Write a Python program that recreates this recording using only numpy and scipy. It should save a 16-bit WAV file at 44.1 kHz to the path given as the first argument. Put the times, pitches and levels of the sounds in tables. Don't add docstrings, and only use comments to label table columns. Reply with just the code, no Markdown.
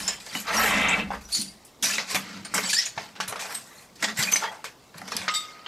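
import sys
import numpy as np
from scipy import signal
from scipy.fft import rfft, irfft
from scipy.io import wavfile

SR = 44100
rng = np.random.default_rng(int(sys.argv[2]) if len(sys.argv) > 2 else 0)


def digitize_waveform(pressure):
    field = np.atleast_2d(pressure).T
    bounded = np.clip(field, -1, 1)
    quanta = np.round(bounded * 32767).astype(np.int16)
    wavfile.write(sys.argv[1], SR, quanta)


def voltage_ratio(level):
    return 10 ** (np.asarray(level, float) / 20)


N = 250047

# [f/Hz, level/dB]
AIR_SPECTRUM = [(18, -46), (30, -79), (64, -13), (118, 5), (1190, -2.5), (1320, -12), (1460, -91),
                (3060, -16.5), (16000, -21.5)]
AIR_DB, AIR_SIDE_DB = -57, -17

# [start t/s, hold t/s, level/dB]
GRIP_SHIFTS = [(0, .02, -56), (.6, 0.089, -50), (0.727, 0.43, -47.5), (1.43, .02, -63), (1.83, .02, -63)]
GRIP_RISE_DB_PER_S, GRIP_FALL_DB_PER_S, GRIP_REST_DB = 110, 61, -73.5

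# [f/Hz, level/dB]
PORT_DIFFERENCE = [(60, -33), (150, -30), (400, -15.5), (700, -14.5), (1300, -16), (2400, -15), (4400, -15),
                   (7500, -16), (10500, -2)]
ROOM_T60_S, ROOM_DB, ROOM_CUT_HZ = 0.23, -11, 22000

# [start t/s, hold t/s, force level/dB]
FLOOR_LOADS = [(0, 0.0033, -19), (0.126, .02, -31), (0.347, 0.025, -18.5), (0.527, 0.27, -12),
               (0.718, 0.3, -11), (1.044, 0.087, -23), (1.376, 0.017, -16), (1.831, .01, -17),
               (1.88, 0.12, -26), (2.145, 0.0077, -14), (2.19, 0.24, -22), (2.546, 0.047, -14),
               (2.983, 0.027, -25.5), (3.187, 0.0086, -24), (3.293, 0.28, -34), (3.876, 0.023, -35),
               (4.018, 0.061, -21.5), (4.193, 0.017, -15), (4.25, 0.12, -26), (4.448, .02, -36),
               (4.65, 0.018, -48), (4.993, 0.22, -24.5), (5.66, 0.012, -43)]
# [t/s, level/dB, thump f/Hz]
HEEL_THUDS = [(0.354, -28.5, 270), (1.389, -29.5, 221), (1.828, -33, 222), (2.144, -24.5, 283),
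              (2.539, -34, 184), (2.971, -35.5, 133), (3.285, -39, 117), (4.031, -30.5, 270),
              (4.188, -25.5, 139), (4.954, -38, 160), (5.152, -32.5, 243), (5.194, -41.5, 95)]
# [f/Hz, width f/Hz, level/dB]
FLOOR_RESONANCES = [(99, 23, -10.5), (145.4, 9.6, -5), (188.7, 8.1, 5.5), (215.7, 6.9, 3), (270, 26.6, -3)]
LOAD_RISE_DB_PER_S, LOAD_FALL_DB_PER_S, LOAD_REST_DB = 400, 143, -75

# [start t/s, hold t/s, level/dB]
SLAB_PULLS = [(0.495, 0.0086, -28), (0.598, 0.19, -23), (0.801, 0.14, -22), (0.992, 0.02, -29)]
# [t/s, f/Hz]
SLIP_PITCH = [(.47, 1352), (.56, 1456), (.63, 1790), (.72, 2110), (.92, 2282), (.97, 2567)]
SLIP_HALF_WIDTHS = [330, 520, 260]
# [f/Hz, width f/Hz, level/dB]
SLAB_RESONANCES = [(1160, 35, -12), (1317, 42, 11.5), (1610, 32, 0), (1856, 24, 7), (2050, 32, 3.5),
                   (2295, 71, 4), (2657, 33, 7), (3100, 120, 5), (3720, 65, 2), (4150, 110, 1.5)]
# [start t/s, hold t/s, level/dB]
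SLAB_SQUEAL = [(0.6, 0.063, -31.5)]
DRAG_RISE_DB_PER_S, DRAG_FALL_DB_PER_S = 405, 410
DRAG_HIGH_RATIO, DRAG_HIGH_DB = 1.45, -7.5
SLIPS_DB = -5.5
SQUEAL_RISE_DB_PER_S, SQUEAL_FALL_DB_PER_S = 300, 400
SQUEAL_HZ, SQUEAL_SAG_HZ_PER_S = 12400, 11000

# [start t/s, hold t/s, level/dB, first f/Hz, last f/Hz]
SHARD_SLIDES = [(0.351, 0.024, -32, 2945, 2950), (1.319, 0.048, -29, 4310, 4320),
                (1.321, 0.046, -31, 4620, 4660), (1.37, 0.047, -39.5, 4700, 4510),
                (1.372, 0.046, -39, 4200, 4280), (1.946, 0.04, -36, 2560, 2570),
                (2.632, .012, -35, 7850, 7800), (2.648, 0.029, -32.5, 7830, 7730),
                (2.649, 0.018, -32, 4590, 4670), (2.729, 0.0059, -21, 1600, 1720),
                (2.743, 0.034, -28, 4600, 4650), (2.761, 0.04, -29, 1740, 1970),
                (2.765, 0.0363, -23, 5060, 5280), (2.772, 0.0305, -28, 5450, 5650),
                (4.234, 0.017, -31, 4740, 4560), (4.269, 0.022, -29, 2420, 2440),
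                (4.315, 0.0044, -21.5, 6100, 6150), (4.324, 0.007, -21, 6320, 6150),
                (4.334, 0.004, -16, 6050, 6220), (4.467, 0.031, -43, 3250, 3290),
                (4.588, 0.01, -41.5, 886, 854)]
SLIDE_WAVER_SHARE, SLIDE_LUMPS_DB, SLIDE_FALL_DB_PER_S = 0.013, 5, 2000

# [t/s, level/dB, tilt level/dB per octave above 2 kHz, rattle t/s]
PANE_KICKS = [(5.281, -25, -18, 0.043), (5.339, -29.5, 2.5, 0.16), (5.405, -45.5, -16.5, 0.044),
              (5.447, -45, -8, 0.037), (5.482, -44, -11, 0.037)]
# [f/Hz, level/dB, T60 t/s]
PANE_RESONANCES = [(1248, -4.5, 0.069), (2120, -2.5, 0.092), (3250, -5, 0.091), (3676, 4, 0.11),
                   (4700, 0, 0.088), (5460, -1, 0.08), (7200, -6, 0.068), (7750, -4, 0.12), (8150, -5, .05),
                   (10820, -21, 0.14), (12590, -21, .13), (13780, -26, .12)]
PANE_CHATTER_DB, PANE_CHATTER_PER_S = 4, 120
PANE_LINGER_CYCLES = 1300

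# [t/s, level/dB, f/Hz, rattle t/s]
SHARD_CLINKS = [(.03, -27, 5270, 0.39), (0.079, -19, 5200, 0.17), (.079, -13, 7080, 0.049),
                (.085, -25.5, 8270, .04), (0.281, -37, 4600, 0.22), (.305, -37, 3190, 0.12),
                (.35, -35, 11500, 0.027), (0.568, -18, 5610, 0.1), (0.885, -24, 6400, 0.033),
                (0.889, -23.5, 7700, 0.12), (1.238, -39.5, 5830, 0.93), (1.325, -23, 9420, 0.35),
                (1.349, -16, 4580, 0.1), (1.345, -18.5, 6960, 0.23), (1.414, -22, 9270, 0.035),
                (1.481, -33.5, 4700, 0.048), (1.832, -18.5, 5910, 0.21), (1.84, -22, 2455, 0.13),
                (1.9, -25.5, 1720, 0.059), (1.917, -23, 2730, 0.12), (1.982, -19, 2060, 0.034),
                (2.45, -32.5, 8770, 0.051), (2.638, -27, 5460, 0.027), (2.678, -34, 7100, .04),
                (2.7, -22.5, 4640, 0.097), (2.711, -27, 5500, 0.037), (2.73, -23, 8650, 0.12),
                (2.737, -18.5, 7170, 0.099), (2.856, -35, 8670, .1), (2.795, -22, 5000, 0.044),
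                (2.823, -26.5, 5420, 0.066), (2.855, -23.5, 6820, 0.091), (2.862, -28, 2510, 0.031),
                (3.283, -33, 4030, 0.091), (3.546, -23, 8360, 0.045), (3.779, -41, 4190, 0.092),
                (4.172, -25.5, 7600, 0.41), (4.19, -22.5, 2050, 0.066), (4.226, -29, 5450, .03),
                (4.364, -18.5, 6040, 0.052), (4.358, -25.5, 8720, .05), (4.362, -19, 2275, 0.039),
                (4.421, -23, 890, 0.28), (4.437, -21, 1786, 0.11), (4.479, -28.5, 1924, 0.043),
                (4.478, -28.5, 900, 0.028), (4.555, -39, 896, 0.041), (5.119, -27, 5510, 0.09),
                (5.31, -35, 7900, 0.15)]
SHARD_T60_S, SHARD_ROUGH = 0.058, 0.63

# [t/s, level/dB, f/Hz]
STONE_KNOCKS = [(0.351, -24.5, 2230), (0.8109, -42, 2050), (1.1047, -27, 810), (1.1388, -30, 990),
                (1.9828, -18, 2010), (2.146, -38, 2640), (2.5395, -22, 1570), (2.579, -33, 2040),
                (2.9768, -28, 910), (3.202, -21.5, 1150), (3.277, -35, 1430), (3.3246, -34, 740),
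                (3.358, -29, 1335), (3.393, -36, 1300), (4.0255, -31, 1600), (4.0392, -21.5, 2130),
                (4.0828, -34, 1370), (4.272, -38, 2420), (4.3586, -17, 2200), (4.4333, -34, 890),
                (4.5155, -35.5, 860), (4.6429, -31.5, 1250), (5.1205, -28, 1210), (5.2797, -24.5, 1490),
                (5.6614, -42, 1130)]

# [start t/s, hold t/s, level/dB, coarse share level/dB, dust share level/dB]
SOLE_SCUFFS = [(0, 0.0032, -29, -7, -1), (0.055, 0.086, -38, -4, -3.5), (0.265, 0.042, -41, -4.5, -5.5),
               (0.327, 0.035, -37, -13, -10), (0.35, 0.022, -30, -9, -6.5), (0.484, 0.038, -30.5, 3, -11),
               (0.546, 0.15, -26.5, 4.5, -2), (0.73, 0.067, -31, 7, -5), (0.819, 0.17, -37.5, 12, -7),
               (1.129, 0.018, -42, -14, -7.5), (1.327, 0.073, -28.5, -40, -6),
               (1.872, 0.07, -26, -13.5, -3), (1.92, 0.043, -30, -11.5, -23),
               (2.102, 0.011, -26, -9.5, -8.5), (2.151, 0.22, -38.5, -7, -17),
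               (2.408, 0.11, -45.5, -7, -15), (2.553, 0.12, -30, -7.5, -9.5),
               (2.691, 0.02, -25.5, -27, -6.5), (2.733, .03, -27, -48, -13),
               (2.776, 0.054, -24.5, -23.5, -19), (2.98, 0.045, -38, -4.5, -10.5),
               (3.02, 0.097, -49, -3, -13), (3.296, 0.099, -46, 2.5, -11), (3.412, 0.11, -41.5, 5, -2.5),
               (3.52, 0.042, -39, -11, 2), (3.616, 0.21, -51, -2, 1), (4.029, .01, -35.5, -9, -1),
               (4.044, 0.0081, -26.5, -5, -12), (4.194, 0.012, -23, -8, -8), (4.217, 0.2, -34.5, -4.5, -3),
               (4.417, 0.021, -33, 0.5, -16), (4.968, 0.23, -48, 2, -6), (5.118, 0.037, -34, -5, -10),
               (5.183, 0.012, -29.5, -15, -26), (5.215, 0.036, -43.5, 6, -0.5),
               (5.29, 0.038, -31, -16, -22), (5.342, 0.17, -41.5, -11.5, -14),
               (5.508, 0.2, -47, -3.5, -23.5)]
# [t/s, level/dB, coarse share level/dB, dust share level/dB, T60 t/s]
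CRACKING_PIECES = [(0.078, -22, -10, -28, 0.2), (0.199, -33.5, -14, -6, 0.21), (0.35, -29, 0, -11, 0.073),
                   (.398, -39, -20, 9, 0.19), (.4664, -28.5, -16, -14, 0.66), (0.809, -35, 11, -5, 0.33),
                   (1.103, -37, 11.5, -30, 0.17), (1.131, -46.5, 21, -22, 0.15),
                   (1.2086, -47.5, 1, 2, 0.31), (1.286, -49.5, 2, 9, 0.15), (1.3194, -33, -26, 0, 0.15),
                   (1.349, -28, -49, -5, 0.46), (1.417, -28, -21, 6, 0.035),
                   (1.648, -58.5, -17, 22.5, 0.13), (1.8241, -15.5, -19, -1.5, 0.23),
                   (1.835, -18.5, -12.5, -4.5, 0.31), (1.981, -16.5, -4, -19, 0.046),
                   (1.988, -18.5, -8, -22, 0.18), (2.11, -23, -30, -5, 0.072),
                   (2.1449, -12.5, -6.5, -10.5, 0.052), (2.151, -17, -10.5, -7.5, 0.17),
                   (2.447, -26.5, -12.5, -18, 0.13), (2.539, -23.5, 0.5, 5.5, 0.28),
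                   (2.578, -22, 5, -11, 0.074), (2.7014, -19, -20, -2, 0.096),
                   (2.729, -11, -26, -11, 0.098), (2.777, -20.5, -32, -8, 0.21),
                   (2.858, -26, -13, -9, 0.19), (2.976, -27.5, 4, -27, 0.13), (3.088, -37, -15, -12, 0.036),
                   (3.152, -35.5, -4, -23, 0.22), (3.201, -18.5, -12, -15, 0.16),
                   (3.2776, -29, -5.5, 7, 0.14), (3.322, -30.5, 5, -26, 0.095), (3.357, -31, 3, -11, 0.1),
                   (3.391, -29, -8, -4, 0.44), (3.547, -24, -29, -7, 0.067), (3.954, -41.5, -18, -6, 0.12),
                   (4.0245, -16, -3.5, -5.5, 0.062), (4.0403, -9, -18, -20, 0.056),
                   (4.0817, -24, -3.5, -15, 0.15), (4.172, -31.5, -0.5, 7, 0.05),
                   (4.180, -31, -12, 8, 0.07), (4.189, -25.5, -15, 3.5, 0.17),
                   (4.2242, -15, -17, -5, 0.098), (4.271, -33, 4.5, -15, 0.098),
                   (4.318, -21.5, -4, 0.5, 0.16), (4.359, -17.5, -15, -10, 0.12),
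                   (4.4333, -27, -1, -32, 0.15), (4.515, -44.5, 9, -5, 0.36),
                   (4.6408, -26.5, -6.5, -10, 0.17), (4.9407, -45, 8, -17, 0.062),
                   (4.9802, -35, -20, 2, 0.036), (5.015, -38, 9.5, 0, 0.016), (5.0762, -33, -3, -6, 0.11),
                   (5.1172, -28.5, 0.5, -6, 0.073), (5.1653, -15, -18, -1.5, 0.036),
                   (5.2803, -12, -14, -49, 0.095), (5.337, -19.5, -29, -11.5, 0.23),
                   (5.6614, -24, -7.5, -33, 0.034)]
TRICKLE_LEVELS = [-63, -55, -65.5]
# [f/Hz, level/dB]
GRIT_SPECTRUM = [(400, -5.5), (900, 0), (2000, 3.5), (3300, -2.5), (5200, 1.5), (8000, 2.5), (10500, -3),
                 (12500, -1), (15500, -23)]
SCUFF_RISE_DB_PER_S, SCUFF_FALL_DB_PER_S = 461, 229
SPLINTERS_PER_S, SPLINTER_DB, SPLINTER_T60_S = 27, -12.5, 0.037

STONES_CUT_HZ = 300
WIDTH_CUT_HZ, CUTOFF_HZ = 11400, 16700


def rms_one(x):
    return x / np.sqrt(np.mean(x ** 2) + 1e-20)


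def at_hz(points, hz):
    point_hz, level_db = np.array(points).T
    return np.interp(np.log(hz), np.log(point_hz), level_db)


def butterworth(x, order, hz, kind="low"):
    return signal.sosfilt(signal.butter(order, hz, kind, fs=SR, output="sos"), x)


def resonance(x, hz, width_hz):
    r = np.exp(-np.pi * width_hz / SR)
    zeros = np.array([1, 0, -1]) * (1 - r * r) / 2
    poles = [1, -2 * r * np.cos(2 * np.pi * hz / SR), r * r]
    return signal.lfilter(zeros, poles, x + 1e-18)


def grains(per_s, spread_db, size):
    draw = rng.random((3, size))
    sizes = voltage_ratio(spread_db * np.minimum(-np.log(draw[0] + 1e-9), 4))
    signs = np.sign(draw[1] - 0.5)
    return rms_one(sizes * signs * (draw[2] < per_s / SR))


def drift(rate):
    return np.interp(np.arange(N) * rate / SR, np.arange(4000), rng.standard_normal(4000))


def dying(t60, size):
    return voltage_ratio(-60 * np.arange(size) / SR / t60)


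def swells(rows, levels_db, rise_db_per_s, fall_db_per_s):
    start, hold = np.array(rows)[:, :2, None].transpose(1, 0, 2)
    t = np.arange(0, N, 32) / SR
    rise_db = -rise_db_per_s * np.maximum(start - t, 0)
    fall_db = -fall_db_per_s * np.maximum(t - start - hold, 0)
    power = voltage_ratio(2 * np.atleast_2d(levels_db)) @ voltage_ratio(2 * (rise_db + fall_db))
    return np.repeat(power, 32, axis=1)[:, :N]


def add(out, s, piece):
    i = round(s * SR)
    out[..., i:i + piece.shape[-1]] += piece[..., :N - i]


def air():
    shape = voltage_ratio(at_hz(AIR_SPECTRUM, np.fft.rfftfreq(N, 1 / SR) + 1))
    mid, side = (rms_one(irfft(rfft(rng.standard_normal(N)) * shape, N)) for k in range(2))
    return voltage_ratio(AIR_DB) * (mid + voltage_ratio(AIR_SIDE_DB) * side * [[1], [-1]])


def grip():
    levels_db = np.transpose(GRIP_SHIFTS)[2]
    power = swells(GRIP_SHIFTS, levels_db, GRIP_RISE_DB_PER_S, GRIP_FALL_DB_PER_S)[0] + voltage_ratio(2 * GRIP_REST_DB)
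    noise = rng.standard_normal(N)
    upper = resonance(resonance(noise, 59, 15), 59, 15)
    lower = resonance(resonance(noise, 32, 23), 32, 23)
    return np.sqrt(power) * rms_one(upper + 0.5 * lower)


def passage(x):
    tails = rng.standard_normal((2, SR)) * dying(ROOM_T60_S, size=SR)
    tails[0] = butterworth(tails[0], 1, ROOM_CUT_HZ)
    tails[:, :round(0.004 * SR)] = 0
    tails[1] *= dying(0.031, size=SR)
    mid, side = (signal.fftconvolve(x, tail / np.linalg.norm(tail))[:N] for tail in tails)
    side = irfft(rfft(side) * voltage_ratio(at_hz(PORT_DIFFERENCE, np.fft.rfftfreq(N, 1 / SR) + 1)), N)
    return voltage_ratio(ROOM_DB) * mid + side * [[1], [-1]]


def floor():
    force_db = np.transpose(FLOOR_LOADS)[2]
    load = swells(FLOOR_LOADS, force_db, LOAD_RISE_DB_PER_S, LOAD_FALL_DB_PER_S)[0] + voltage_ratio(2 * LOAD_REST_DB)
    push = np.sqrt(load) * rng.standard_normal(N)
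    out = np.zeros(N)
    for k, (hz, width_hz, db) in enumerate(FLOOR_RESONANCES):
        out += (-1) ** k * voltage_ratio(db) * resonance(push, hz, width_hz)
    t = np.arange(SR // 4) / SR
    for s, db, hz in HEEL_THUDS:
        envelope = dying(14 / hz, size=len(t)) * (1 - np.exp(-t / 0.00085))
        add(out, s, voltage_ratio(db) * np.sin(2 * np.pi * hz * t) * envelope)
    return butterworth(out, 2, 85, "high")


def carried_clicks(hz, half_width_hz):
    clicks = rms_one(butterworth(grains(2500, 3.7, size=N), 2, half_width_hz))
    return clicks * np.cos(2 * np.pi * np.cumsum(hz) / SR)


def drag():
    pull_db, squeal_db = np.transpose(SLAB_PULLS)[2], np.transpose(SLAB_SQUEAL)[2]
    pull = np.sqrt(swells(SLAB_PULLS, pull_db, DRAG_RISE_DB_PER_S, DRAG_FALL_DB_PER_S)[0])
    squeal = np.sqrt(swells(SLAB_SQUEAL, squeal_db, SQUEAL_RISE_DB_PER_S, SQUEAL_FALL_DB_PER_S)[0])
    t = np.arange(N) / SR
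    low_hz = np.interp(t, *np.transpose(SLIP_PITCH))
    squeal_hz = SQUEAL_HZ - SQUEAL_SAG_HZ_PER_S * (t - SLAB_SQUEAL[0][0])
    centres_hz = [low_hz, DRAG_HIGH_RATIO * low_hz, squeal_hz]
    low, high, thin = (carried_clicks(hz, width_hz) for hz, width_hz in zip(centres_hz, SLIP_HALF_WIDTHS))
    slips = pull * (low + voltage_ratio(DRAG_HIGH_DB) * high)
    slab = np.zeros(N)
    for k, (hz, width_hz, db) in enumerate(SLAB_RESONANCES):
        slab += (-1) ** k * voltage_ratio(db) * resonance(slips, hz, width_hz)
    return voltage_ratio(SLIPS_DB) * slips + slab + squeal * thin


def slides():
    out, waver, lumps = np.zeros(N), drift(400), drift(300)
    for s, hold, db, start_hz, end_hz in SHARD_SLIDES:
        t = np.arange(round((hold + 0.05) * SR)) / SR
        here = slice(round(s * SR), round(s * SR) + len(t))
        hz = np.interp(t, [0, hold], [start_hz, end_hz]) * (1 + SLIDE_WAVER_SHARE * waver[here])
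        level_db = db + SLIDE_LUMPS_DB * lumps[here] - SLIDE_FALL_DB_PER_S * np.maximum(t - hold, 0)
        onset = 1 - np.exp(-t / 0.002)
        add(out, s, voltage_ratio(level_db) * onset * np.sin(2 * np.pi * np.cumsum(hz) / SR))
    return out


def pane():
    out, t = np.zeros(N), np.arange(SR // 2) / SR
    hz, mode_db, t60 = np.array(PANE_RESONANCES).T[:, :, None]
    for s, db, tilt_db, rattle_s in PANE_KICKS:
        touches = 0.2 * np.abs(grains(300, 1.5, size=len(t))) * dying(rattle_s, size=len(t))
        touches[0] = 1
        chatter_db = PANE_CHATTER_DB * np.array([drift(PANE_CHATTER_PER_S)[:len(t)] for mode in hz])
        decay = voltage_ratio(-60 * t / t60) + 0.1 * voltage_ratio(-60 * t * hz / PANE_LINGER_CYCLES)
        rings = np.sin(2 * np.pi * hz * t) * voltage_ratio(chatter_db) * decay
        ring = (voltage_ratio(db + mode_db + tilt_db * np.log2(hz / 2000)) * rings).sum(axis=0)
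        add(out, s, signal.fftconvolve(touches / np.linalg.norm(touches), ring)[:len(t)])
    return out


def clink(hz, t60, rattle_s, rough):
    t = np.arange(SR // 3) / SR
    touches = 0.33 * rough * grains(800, 1.9, size=len(t)) * dying(rattle_s, size=len(t))
    touches[0] = 1
    detune = 1 + rng.uniform(0.0028, 0.054, (2, 1)) * [[1], [-1]]
    decay = dying(t60, size=len(t)) + 0.036 * dying(4 * t60, size=len(t))
    main = np.sin(2 * np.pi * hz * t) * decay
    beating = np.sin(2 * np.pi * hz * detune * t).sum(axis=0) * dying(0.5 * t60, size=len(t))
    sound = signal.fftconvolve(touches, main + rough * beating)[:len(t)]
    return sound / np.abs(sound).max()


def shards():
    out = np.zeros(N)
    for s, db, hz, rattle_s in SHARD_CLINKS:
        add(out, s, voltage_ratio(db) * clink(hz, SHARD_T60_S, rattle_s, SHARD_ROUGH))
    return out


def knocks():
    out, t = np.zeros(N), np.arange(SR // 8) / SR
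    for s, db, hz in STONE_KNOCKS:
        pitches = hz * (1 + 0.11 * rng.standard_normal((3, 1)) * [[0], [1], [1]])
        partials = np.sin(2 * np.pi * pitches * t) * [[1], [0.6], [0.6]]
        add(out, s, voltage_ratio(db) * partials.sum(axis=0) * dying(30 / hz, size=len(t)))
    return out


def splinters(level_db):
    width_hz = np.log(1000) / (np.pi * SPLINTER_T60_S)
    out = np.zeros(N)
    for hz in np.geomspace(1500, 9000, num=16) * rng.uniform(0.92, 0.95, 16):
        gain = voltage_ratio(level_db + SPLINTER_DB + at_hz(GRIT_SPECTRUM, hz))
        out += resonance(gain * grains(SPLINTERS_PER_S, 3.5, size=N), hz, width_hz)
    return out


def rubble():
    db, coarse_db, dust_db = np.transpose(SOLE_SCUFFS)[2:]
    levels_db = [db + coarse_db, db, db + dust_db]
    power = swells(SOLE_SCUFFS, levels_db, SCUFF_RISE_DB_PER_S, SCUFF_FALL_DB_PER_S)
    power = power + voltage_ratio(2 * np.array(TRICKLE_LEVELS))[:, None]
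    t = np.arange(SR // 2) / SR
    for s, db, coarse_db, dust_db, t60 in CRACKING_PIECES:
        snap = dying(t60, size=len(t)) + 0.26 * dying(0.01, size=len(t))
        snap *= 1 - np.exp(-t / (0.007 * t60))
        add(power, s, (voltage_ratio(db + np.array([[coarse_db], [0], [dust_db]])) * snap) ** 2)
    jolts = grains(500, 4.5, size=N)
    level_db = 10 * np.log10(power) + 0.78 * drift(90)
    out = np.zeros(N)
    for k, hz in enumerate(np.geomspace(420, 15700, num=32)):
        place = np.interp(np.log(hz), np.log([1100, 4200, 10000]), range(3))
        low = min(int(place), 1)
        size_db = level_db[low] + (place - low) * (level_db[low + 1] - level_db[low])
        gain = voltage_ratio(size_db + 2.4 * drift(18) + 3 * drift(0.03 * hz))
        clicks = 0.35 * jolts + grains(900 + 0.5 * hz, 3.8, size=N)
        band = resonance(resonance(gain * clicks, hz, 0.12 * hz), hz, 0.12 * hz)
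        out += (-1) ** k * voltage_ratio(at_hz(GRIT_SPECTRUM, hz)) * band * np.sqrt(4000 / hz)
    return out + splinters(level_db[1])


def scene():
    pieces = drag() + slides() + pane() + shards() + knocks() + rubble()
    steps = floor() + butterworth(pieces, 2, STONES_CUT_HZ, "high")
    return air() + grip() + passage(steps) + steps


def roll_off(x):
    return signal.sosfilt(signal.butter(12, 16440, fs=SR, output="sos"), x)


def record(dry):
    held = 0.37 * np.tanh(dry / 0.34)
    width_cut = signal.cheby2(6, 12, WIDTH_CUT_HZ, fs=SR, output="sos")
    side = signal.sosfiltfilt(width_cut, (held[0] - held[1]) / 2)
    narrowed = held.mean(axis=0) + side * [[1], [-1]]
    top_cut = signal.cheby2(12, 70, CUTOFF_HZ, fs=SR, output="sos")
    return roll_off(signal.sosfilt(top_cut, narrowed))


dry = scene()
out = record(dry)
digitize_waveform(out)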